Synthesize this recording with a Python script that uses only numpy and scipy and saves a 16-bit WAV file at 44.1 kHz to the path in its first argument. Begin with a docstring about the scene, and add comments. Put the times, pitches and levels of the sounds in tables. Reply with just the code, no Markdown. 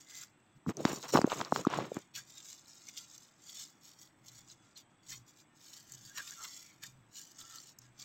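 """First comes a soft crinkle: a hand in a thin plastic glove rubs seasoning into raw fish in a pan.
The plastic crinkles with each stroke and crumples when the hand grips; the wet marinade squelches.
Early on, the other hand shifts its hold on the camera, which knocks, ticks, scuffs and hisses right
at the microphone. Later a few sharp ticks come from creases in the plastic.
Behind it all is the quiet hum and rumble of a small kitchen."""
import sys
import numpy as np
from scipy import signal
from scipy.fft import rfft, irfft
from scipy.io import wavfile
from scipy.ndimage import map_coordinates

SR = 44100
rng = np.random.default_rng(int(sys.argv[2]) if len(sys.argv) > 2 else 0)


def materialize(psi):
    """Save the field psi as 16-bit PCM at rate SR to the path in sys.argv[1].

    A 1-D psi becomes a single channel; in a 2-D psi each row is a channel.
    """
    bounded = np.clip(np.atleast_2d(psi).T, -1, 1)
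    quanta = np.round(bounded * 32767).astype(np.int16)
    wavfile.write(sys.argv[1], SR, quanta)


N = 354784
TIME = np.arange(N) / SR

# swells of bright hiss from scuffing on the camera (about 0.7-2 s), otherwise glove strokes:
# peak t/s, rise/s, fall/s, bright level/dB, low rustle level/dB
HISS_AND_CRINKLE_SWELLS = [ (0.0, .02, 0.023, -54, -73), (0.11, 0.012, 0.015, -67, -61),
                           (0.18, 0.061, 0.044, -45.5, -68), (0.23, 0.022, 0.011, -47.5, -57.5),
                           (0.695, 0.012, .011, -47.5, -83), (0.915, 0.062, 0.049, -41.5, -74),
                           (1.04, 0.023, 0.02, -46, -78), (1.095, 0.011, 0.016, -43.5, -71),
                           (1.14, 0.012, 0.038, -36, -80), (1.35, 0.058, .07, -45, -63),
                           (1.55, 0.026, 0.05, -42.5, -71), (1.78, .06, 0.07, -52, -80),
                           (1.97, 0.07, 0.047, -56.5, -62.5), (2.165, 0.0084, 0.034, -42, -53),
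                           (2.37, 0.069, 0.024, -51, -74), (2.51, 0.093, 0.057, -49, -73),
                           (2.72, 0.053, 0.13, -56.5, -83), (2.88, .05, 0.029, -51.5, -76.5),
                           (2.985, 0.044, 0.057, -49.5, -66.5), (3.13, .025, 0.033, -50.5, -80),
                           (3.23, 0.04, 0.054, -58.5, -86.5), (3.48, 0.024, 0.052, -60.5, -71),
                           (3.585, 0.092, 0.061, -46, -71.5), (3.89, 0.051, 0.036, -54, -79),
                           (4.025, 0.038, 0.034, -54.5, -96), (4.285, 0.028, 0.015, -55.5, -83.5),
                           (4.38, 0.054, 0.037, -56.5, -75), (4.515, 0.035, 0.021, -54.5, -81),
                           (4.66, 0.07, 0.049, -67, -83.5), (4.772, 0.0094, 0.02, -51.5, -80),
                           (5.12, 0.034, 0.036, -44.5, -75), (5.278, 0.0084, 0.036, -58.5, -79),
                           (5.395, .02, 0.021, -56.5, -80), (5.645, 0.042, 0.064, -52.5, -90.5),
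                           (5.74, 0.036, 0.069, -51.5, -72), (5.925, 0.044, 0.045, -52.5, -74),
                           (6.08, 0.086, 0.039, -51, -82), (6.17, 0.019, 0.059, -46, -54.5),
                           (6.29, 0.048, 0.063, -47.5, -60), (6.445, 0.044, 0.031, -44, -88),
                           (6.56, 0.083, 0.086, -47.5, -66.5), (6.84, 0.016, 0.039, -48.5, -67),
                           (7.19, 0.029, 0.032, -45, -70.5), (7.295, 0.043, 0.028, -55, -88),
                           (7.405, 0.029, 0.019, -49, -75), (7.56, 0.077, 0.049, -46.5, -69),
                           (7.69, 0.02, 0.021, -50.5, -89), (7.83, 0.019, 0.03, -63, -73),
                           (8.02, 0.023, 0.037, -47.5, -64)]
# tone of tight plastic: f/Hz, level/dB
CRINKLE_SPECTRUM = [(1000, -24.5), (2200, -11), (2800, -18.5), (3400, -1.5), (4200, -5.5), (4900, -1),
                    (5700, 1), (7000, 4), (9000, -3.5), (16000, -7.5)]
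# how the highest part of the crinkle gets louder and softer: t/s, level/dB
CRINKLE_TREBLE = [(0, 1), (1, 3.5), (2.9, -1.5), (3.3, -0.5), (4.2, 5.5), (4.7, -7), (5.1, 2.5), (7.1, 3),
                  (8, -2)]
# tone of loose folds: f/Hz, level/dB
FOLD_SPECTRUM = [(600, -33.5), (900, -10), (1400, 3), (2000, 7.5), (2600, 0.5), (3500, 9.5), (6000, -32.5)]
# grips that crumple the glove: peak t/s, level/dB, length/s, rough lower edge f/Hz
GLOVE_CRUMPLES = [(1.152, -44, 0.005, 1490), (1.552, -56, 0.037, 2950), (2.161, -38.5, 0.027, 2400),
                  (2.681, -50, 0.0046, 5000), (2.89, -47.5, 0.01, 2000), (2.977, -43, 0.018, 2830),
                  (3.18, -41, 0.0021, 4850), (4.284, -48, 0.0085, 3380), (4.773, -50, 0.0086, 3130),
                  (4.793, -56.5, 0.036, 3060), (5.13, -45.5, 0.033, 1300), (5.681, -50, .006, 3600),
                  (5.735, -47, .008, 3570), (6.181, -36, 0.015, 1100), (6.278, -39, 0.0072, 2150),
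                  (6.446, -37.5, 0.013, 1100), (6.834, -43, 0.013, 1640), (7.162, -48, 0.02, 3000),
                  (7.316, -50, 0.0038, 4770), (7.787, -44.5, 0.0031, 5840), (7.996, -47, 0.015, 3550)]
# ticks from fingers touching the camera and later from plastic creases: t/s, level/dB, f/Hz
SHARP_TICKS = [ (0.699, -32.5, 5500), (0.77, -26, 6200), (0.853, -18.5, 3770), (1.0283, -32, 4120),
               (1.1728, -18.5, 3130), (1.2165, -23, 4900), (1.267, -29.5, 6400), (1.3, -29, 3070),
               (1.319, -28, 3600), (1.4132, -25.5, 3200), (1.449, -29, 4000), (1.561, -27, 3160),
               (1.651, -32, 6000), (1.672, -33, 3630), (1.7016, -36, 5700), (1.745, -32, 4900),
               (1.9444, -32.5, 6700), (1.9894, -38, 6600), (2.8876, -28, 5970), (2.9816, -28.5, 5800),
               (5.9217, -26.5, 7460), (6.3087, -26.5, 6300),]
# air and marinade squeezed out: peak t/s, level/dB, length/s, f/Hz, glide/(octaves per s)
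WET_SQUELCHES = [ (0.163, -62.5, 0.14, 2050, 0), (2.184, -53.5, 0.025, 1567, 0),
                 (2.382, -56.5, 0.047, 3690, -1.2), (2.503, -67, 0.034, 3400, 0),
                 (2.89, -56, 0.015, 2250, -.25), (2.978, -53, 0.028, 3280, 0), (3.60, -57, 0.096, 3585, .8),
                 (4.506, -59, 0.015, 4000, .27), (4.77, -52, 0.014, 4150, 0), (5.121, -58, 0.016, 1800, -1),
                 (6.108, -63.5, 0.04, 1610, .86), (6.197, -45, 0.027, 1620, -2),
                 (6.328, -57, 0.019, 1627, .74), (6.42, -54, .07, 1310, -1.5),
                 (6.455, -61.5, 0.067, 1135, -2), (6.686, -67.5, 0.11, 2250, -.24),
                 (6.84, -54, 0.024, 1760, .18), (7.433, -65, 0.1, 1327, -.29),
                 (7.547, -60.5, 0.08, 1318, -.77)]
# fingers knocking on the camera: t/s, clack level/dB, f/Hz, length/s, thud level/dB
FINGER_KNOCKS = [ (0.6643, -35, 1100, 0.002, -36), (0.673, -25.5, 185, 0.0066, -39),
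                 (0.685, -21.5, 182, 0.0059, -38), (0.6933, -23.5, 463, 0.00035, -30.5),
                 (0.7024, -40, 596, 0.00068, -32), (0.8054, -29, 513, 0.0047, -42),
                 (0.852, -9, 520, 0.00041, -14), (0.9309, -27.5, 550, 0.001, -29.5),
                 (1.1385, -16.5, 404, 0.0035, -47), (1.1509, -13.5, 600, 0.00051, -13),
                 (1.1571, -9.5, 1000, 0.0016, -22), (1.1605, -12, 867, .0006, -37),
                 (1.173, -10.5, 922, 0.0014, -34), (1.179, -18.5, 940, .002, -52),
                 (1.1895, -11.5, 547, 0.0019, -19.5), (1.216, -17, 848, 0.0005, -29),
                 (1.2435, -18.5, 850, 0.001, -12), (1.2766, -24.5, 515, 0.0035, -44),
                 (1.3189, -19, 970, 0.0015, -46), (1.3283, -24, 570, 0.0025, -48),
                 (1.4043, -22.5, 940, 0.0015, -45), (1.413, -14.5, 1130, 0.0002, -36),
                 (1.4161, -20, 990, 0.0013, -37), (1.5236, -10.5, 800, 0.0015, -20.5),
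                 (1.5615, -16.5, 1105, .0012, -35), (1.594, -28.5, 444, 0.0043, -34),
                 (1.6514, -26, 1220, 0.0043, -50), (1.669, -17.5, 860, 0.0013, -14),
                 (1.702, -30, 1000, .0017, -46), (1.738, -20.5, 980, 0.002, -54),
                 (1.788, -17.5, 620, 0.0019, -53), (1.919, -26.5, 483, 0.0036, -40),
                 (1.968, -24.5, 800, 0.0007, -26.5)]
# skin sliding on the camera: peak t/s, rise/s, fall/s, rub level/dB, scratch level/dB
SKIN_SCUFFS = [ (0.70, .012, 0.012, -41, -45), (0.80, .025, 0.045, -45, -56.5),
               (0.875, .018, 0.059, -45.5, -43), (0.97, .02, .025, -50.5, -63),
               (1.045, 0.0095, 0.017, -53, -44.5), (1.095, .012, 0.019, -65, -52),
               (1.15, .012, 0.021, -29.5, -35), (1.178, .012, .014, -37, -37),
               (1.265, 0.06, .025, -50, -52), (1.322, .018, 0.016, -57, -38.5),
               (1.405, .045, 0.021, -45, -46.5), (1.465, 0.046, 0.023, -58.5, -50.5),
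               (1.59, .04, 0.029, -44.5, -47), (1.74, 0.035, 0.03, -46.5, -39),
               (1.80, .025, 0.047, -43, -45), (1.975, .02, 0.013, -50.5, -54.5)]
# tone of the skin's dull rub: f/Hz, level/dB
RUB_SPECTRUM = [(30, -26), (70, -29), (130, 0.5), (220, -4.5), (350, -0.5), (600, -8.5), (1500, -33.5)]
# tone of the skin's rough scratch: f/Hz, level/dB
SCRATCH_SPECTRUM = [(250, -11), (600, -0.5), (1100, 8.5), (1700, -1.5), (2500, -1.5), (4000, -6),
                    (8000, -38.5)]
# soft low rumbles: peak t/s, level/dB, length/s
LOW_RUMBLES = [ (0.569, -54, .027), (2.202, -62, 0.1), (4.365, -64, 0.44), (5.156, -52.5, 0.13),
               (6.0, -58.5, 0.23), (6.952, -58.5, 0.23), (7.42, -59, 0.035), (7.897, -62, 0.2)]
# tone of those rumbles: f/Hz, level/dB
RUMBLE_SPECTRUM = [(30, -8), (80, -6), (100, -11), (118, 22), (145, -1.5), (220, -4), (400, -29)]
# tone of the quiet room: f/Hz, level/dB
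ROOM_SPECTRUM = [(25, -14), (60, -13), (120, 4.5), (240, 1), (320, 4), (420, -8), (900, -4.5), (1500, -7),
                 (2500, -11.5), (4500, -25), (7200, -35.5), (7800, -3.5), (8800, -20.5), (16000, -39)]
# the microphone's opening makes a deep dip in the treble: f/Hz, level/dB
MICROPHONE_RESPONSE = [(20, 3), (7300, -1), (8200, -4.5), (9200, -17.5), (10500, -16.5), (11300, -18.5),
                       (12300, -9), (13500, -7), (16000, -9)]


def crinkle_and_hiss():
    """Tight plastic crinkles, loose folds rustle lower; the same noise is the camera scuffs' hiss."""
    high, low = pushes(HISS_AND_CRINKLE_SWELLS, roundness=1.62)
    high, low = high + from_db(-82), low + from_db(-79.5)   # the glove is never quite still
    bright = crinkle(per_s=6000, spread_db=4.5, clump_db=2, flicker_db=.5)
    pops = from_db(-11.5) * stiff_creases(per_s=400, width_hz=350)
    rustle = rms_one(colour(clicks(per_s=3000, spread_db=-.5), FOLD_SPECTRUM))
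    hollow = air_pockets(rustle, low_hz=1100, high_hz=3400, width_hz=8.5)
    folds = from_db(-5) * rustle + from_db(-3.5) * hollow
    return from_db(-1) * high * (bright + pops) + low * folds


def crinkle(per_s, spread_db, clump_db, flicker_db, bands=17):
    """Creases buckle in clumps; each shakes the whole plastic, at some pitches more than others."""
    creases = clicks(per_s, spread_db) * from_db(clump_db * drift(45))
    treble = from_db(np.interp(TIME, *np.transpose(CRINKLE_TREBLE)))
    edges_hz, out = np.geomspace(600, 17000, bands + 1), 0
    for low, high in zip(edges_hz, edges_hz[1:]):
        strengths = 1 + .97 * rng.standard_normal(N)
        # the glove keeps changing shape, and its tone changes with it
        gain = from_db(at_hz(CRINKLE_SPECTRUM, np.sqrt(low * high)) + flicker_db * drift(7.6))
        if low > edges_hz[-1] / 2:
            gain = gain * treble
        out = out + gain * band(creases * strengths, low, high)
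    return rms_one(out)


def stiff_creases(per_s, width_hz, count=12):
    """Stiffer creases pop one at a time, each with a short ring of its own pitch."""
    pitches = np.geomspace(3500, 7800, count) * rng.uniform(.97, 1.03, count)
    return rms_one(sum(resonate(clicks(per_s / count, spread_db=5.5), hz, width_hz) for hz in pitches))


def air_pockets(rustle, low_hz, high_hz, width_hz, count=16):
    """Air pockets between hand, plastic and fish ring briefly, opening and closing as the hand moves."""
    pitches = np.geomspace(low_hz, high_hz, count) * rng.uniform(.97, 1.03, count)
    out = 0
    for hz in pitches:
        opening = from_db(8 * np.tanh(drift(4)))
        out = out + resonate(rustle * opening, hz, width_hz)
    return rms_one(out)


def crumples():
    """A grip sets off a rush of creases that starts fast and dies away; a wider fold reaches lower."""
    out, t = np.zeros(N), np.arange(-SR // 12, SR // 12) / SR
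    for s, db, length, low_hz in GLOVE_CRUMPLES:
        creases = clicks(per_s=11000, spread_db=6.5, size=len(t))
        body = rms_one(band(band(creases, low_hz * .9, 7830), low_hz * .9, 7830))
        sizzle = from_db(-4) * rms_one(band(creases, 11000, 16000))
        shape = swell(t, length * np.where(t < 0, .8, 1.2))
        add(out, s + t[0], from_db(db - 4) * (body + sizzle) * shape)
    return out


def sharp_ticks(decay_s, ring_width_hz):
    """Sharp ticks with a short ring, from fingers touching the camera and later from plastic creases."""
    out, t = np.zeros(N), np.arange(SR // 100) / SR
    for s, db, hz in SHARP_TICKS:
        burst = rng.standard_normal(len(t)) * np.exp(-t / decay_s)
        crack = band(band(burst, hz * .8, hz * 2.1), hz * .8, hz * 2.1)
        ring = resonate(1.0 * (t == 0), hz, ring_width_hz)
        tick = crack / np.abs(crack).max() + .5 * ring / np.abs(ring).max()
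        add(out, s - .0002, from_db(db + .5) * tick / np.abs(tick).max())
    return out


def squelches(width_hz):
    """Tiny wet bursts make a small hollow ring; its pitch can slide as it is squeezed."""
    out, t = np.zeros(N), np.arange(-SR // 6, SR // 6) / SR
    for s, db, length, hz, glide in WET_SQUELCHES:
        bursts = rng.standard_normal(len(t)) + 1j * rng.standard_normal(len(t))
        ringing = signal.lfilter([1], [1, -np.exp(-np.pi * width_hz / SR)], bursts)
        shape = swell(t, length)
        ringing /= np.sqrt(np.average(np.abs(ringing) ** 2, weights=shape ** 2) / 2)
        phase = 2 * np.pi * np.cumsum(hz * 2 ** (glide * t)) / SR
        pitched = np.real(ringing * np.exp(1j * phase))   # lifts the ringing up to its pitch
        add(out, s + t[0], from_db(db) * shape * pitched)
    return out


def knocks(thud_hz, thud_s, thud_lag_s):
    """A finger hits the camera with a short clack, and the case answers with a low thud."""
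    out, t = np.zeros(N), np.arange(-SR // 100, SR // 20) / SR
    for s, db, hz, length, thud_db in FINGER_KNOCKS:
        clack = from_db(db) * swing(t, hz, length)
        thud = from_db(thud_db) * swing(t - thud_lag_s, thud_hz, thud_s)
        add(out, s + t[0], clack + thud)
    return band(band(out, 135, 2800), 55, 12000)


def scuffs():
    """Skin sticks and slips unevenly on the camera, with small taps and ticks where it catches."""
    rub, scratch = pushes(SKIN_SCUFFS, roundness=1.56)
    lumps = from_db(2.5 * drift(60))
    dull = rms_one(colour(lumps * clicks(per_s=2600, spread_db=-1.5), RUB_SPECTRUM))
    rough = rms_one(colour(lumps * clicks(per_s=4000, spread_db=2), SCRATCH_SPECTRUM))
    catches = clicks(per_s=135, spread_db=-.5)
    taps = from_db(-6) * rms_one(band(catches, 450, 1300))
    ticks = from_db(-14.5) * rms_one(band(catches, 2100, 7000))
    return from_db(2.5) * rub * band(dull, 120, 1600) + scratch * (from_db(-.5) * rough + taps + ticks)


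def near_echoes(x, strength=.5):
    """Sound bounces off pan, worktop and hand; the tone shifts as the moving hand changes the delays."""
    out = x
    for delay_s in (.0008, .0016, .0027):
        lag = delay_s * SR * (1 + .1 * drift(1))
        out = out + strength * map_coordinates(x, [np.arange(N) - lag], order=3)
    return out / np.sqrt(1 + 3 * strength ** 2)


def kitchen_walls(x, fade_s):
    """Hard walls add a short blur of echoes that drops 60 dB in fade_s."""
    t = np.arange(SR // 2) / SR
    tail = band(rng.standard_normal(len(t)), 300, 5700) * from_db(-60 * t / fade_s) * (t > .004)
    return signal.oaconvolve(x, tail / np.sqrt(np.sum(tail ** 2)))[:N]


def background():
    """The steady noise of the room, with a soft low rumble now and then."""
    swells = sum(from_db(db) * swell(TIME - s, length) for s, db, length in LOW_RUMBLES)
    rumble = from_db(-6.5) * swells * rms_one(colour(rng.standard_normal(N), RUMBLE_SPECTRUM))
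    return rumble + from_db(-69) * rms_one(colour(rng.standard_normal(N), ROOM_SPECTRUM))


def pushes(rows, roundness):
    """Hand pushes swell and ease off: one loudness curve per level column. Roundness 1 is pointed."""
    t, powers = TIME[::20], 0
    for s, rise, fall, *levels_db in rows:
        away = np.abs(t - s) / np.where(t < s, rise, fall)
        shape = 2 ** -np.minimum(away ** roundness, 20)   # half height one rise or fall from the peak
        powers = powers + np.outer(from_db(levels_db), shape) ** 2
    return [np.interp(TIME, t, np.sqrt(power)) for power in powers]


def clicks(per_s, spread_db, size=N):
    """Clicks at random times; the further spread_db is from 0, the more their sizes vary."""
    heights = from_db(spread_db * np.minimum(rng.exponential(1, size), 5))
    return rms_one(heights * rng.choice([-1, 1], size) * (rng.random(size) < per_s / SR))


def drift(rate_hz):
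    """A smooth random wander, typically about 1 away from zero."""
    r = np.exp(-40 * np.pi * rate_hz / SR)
    slow = signal.lfilter([1], [1, -2 * r, r * r], rng.standard_normal(N // 20 + 2002))[2000:]
    return np.interp(np.arange(N) / 20, np.arange(len(slow)), rms_one(slow))


def swell(t, length):
    """A smooth bump of height 1, half as high at +- length / 2."""
    return 2 ** -np.minimum((2 * t / length) ** 2, 60)


def swing(t, hz, length):
    """A vibration that peaks at t = 0 and dies almost at once."""
    age = np.maximum(1 + t / (length * .57), 0)
    return (age * np.exp(1 - age)) ** 4 * np.cos(2 * np.pi * hz * t)


def resonate(x, hz, width_hz):
    """Makes x ring at one pitch; a smaller width rings longer."""
    r = np.exp(-np.pi * width_hz / SR)
    return signal.lfilter([1, 0, -1], [1, -2 * r * np.cos(2 * np.pi * hz / SR), r * r], x + 1e-18)


def band(x, low_hz, high_hz):
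    """Keeps the part of x between two frequencies."""
    sections = signal.butter(2, [low_hz, min(high_hz, .45 * SR)], "band", fs=SR, output="sos")
    return signal.sosfilt(sections, x + 1e-18)


def colour(x, spectrum, size=2048):
    """Gives x the tone listed in a spectrum table."""
    cepstrum = irfft(np.log(from_db(at_hz(spectrum, np.fft.rfftfreq(size, 1 / SR)))))
    cepstrum[1:size // 2] *= 2
    cepstrum[size // 2 + 1:] = 0   # so the filter rings only after a click, never before
    return signal.oaconvolve(x, irfft(np.exp(rfft(cepstrum))))[:len(x)]


def at_hz(spectrum, hz):
    """Looks up the level in dB at a frequency."""
    known_hz, level = np.transpose(spectrum)
    return np.interp(np.log(np.maximum(hz, 1)), np.log(known_hz), level)


def from_db(db):
    return 10 ** (np.asarray(db) / 20)


def rms_one(x):
    """Scales x to an average power of 1."""
    return x / np.sqrt(np.mean(x ** 2) + 1e-20)


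def add(out, start_s, sound):
    at = max(round(start_s * SR), 0)
    out[at:at + len(sound)] += sound[:max(N - at, 0)]


def scene():
    """Sounds in the air echo in the kitchen; knocks and scuffs go through the camera, with no echo."""
    in_air = near_echoes(crinkle_and_hiss() + crumples())
    in_air = in_air + sharp_ticks(decay_s=.00031, ring_width_hz=260) + squelches(width_hz=81)
    handling = knocks(thud_hz=279, thud_s=.0057, thud_lag_s=.0014) + scuffs()
    echoes = from_db(-17) * kitchen_walls(in_air, fade_s=.054)
    return (in_air + echoes + handling + background())[None]


def record(dry):
    """The microphone dulls the treble, and the very highest sounds are cut off."""
    heard = colour(dry[0], MICROPHONE_RESPONSE)
    return signal.sosfilt(signal.ellip(12, .1, 70, 15850, fs=SR, output="sos"), heard)[None]


dry = scene()
out = record(dry)
materialize(out)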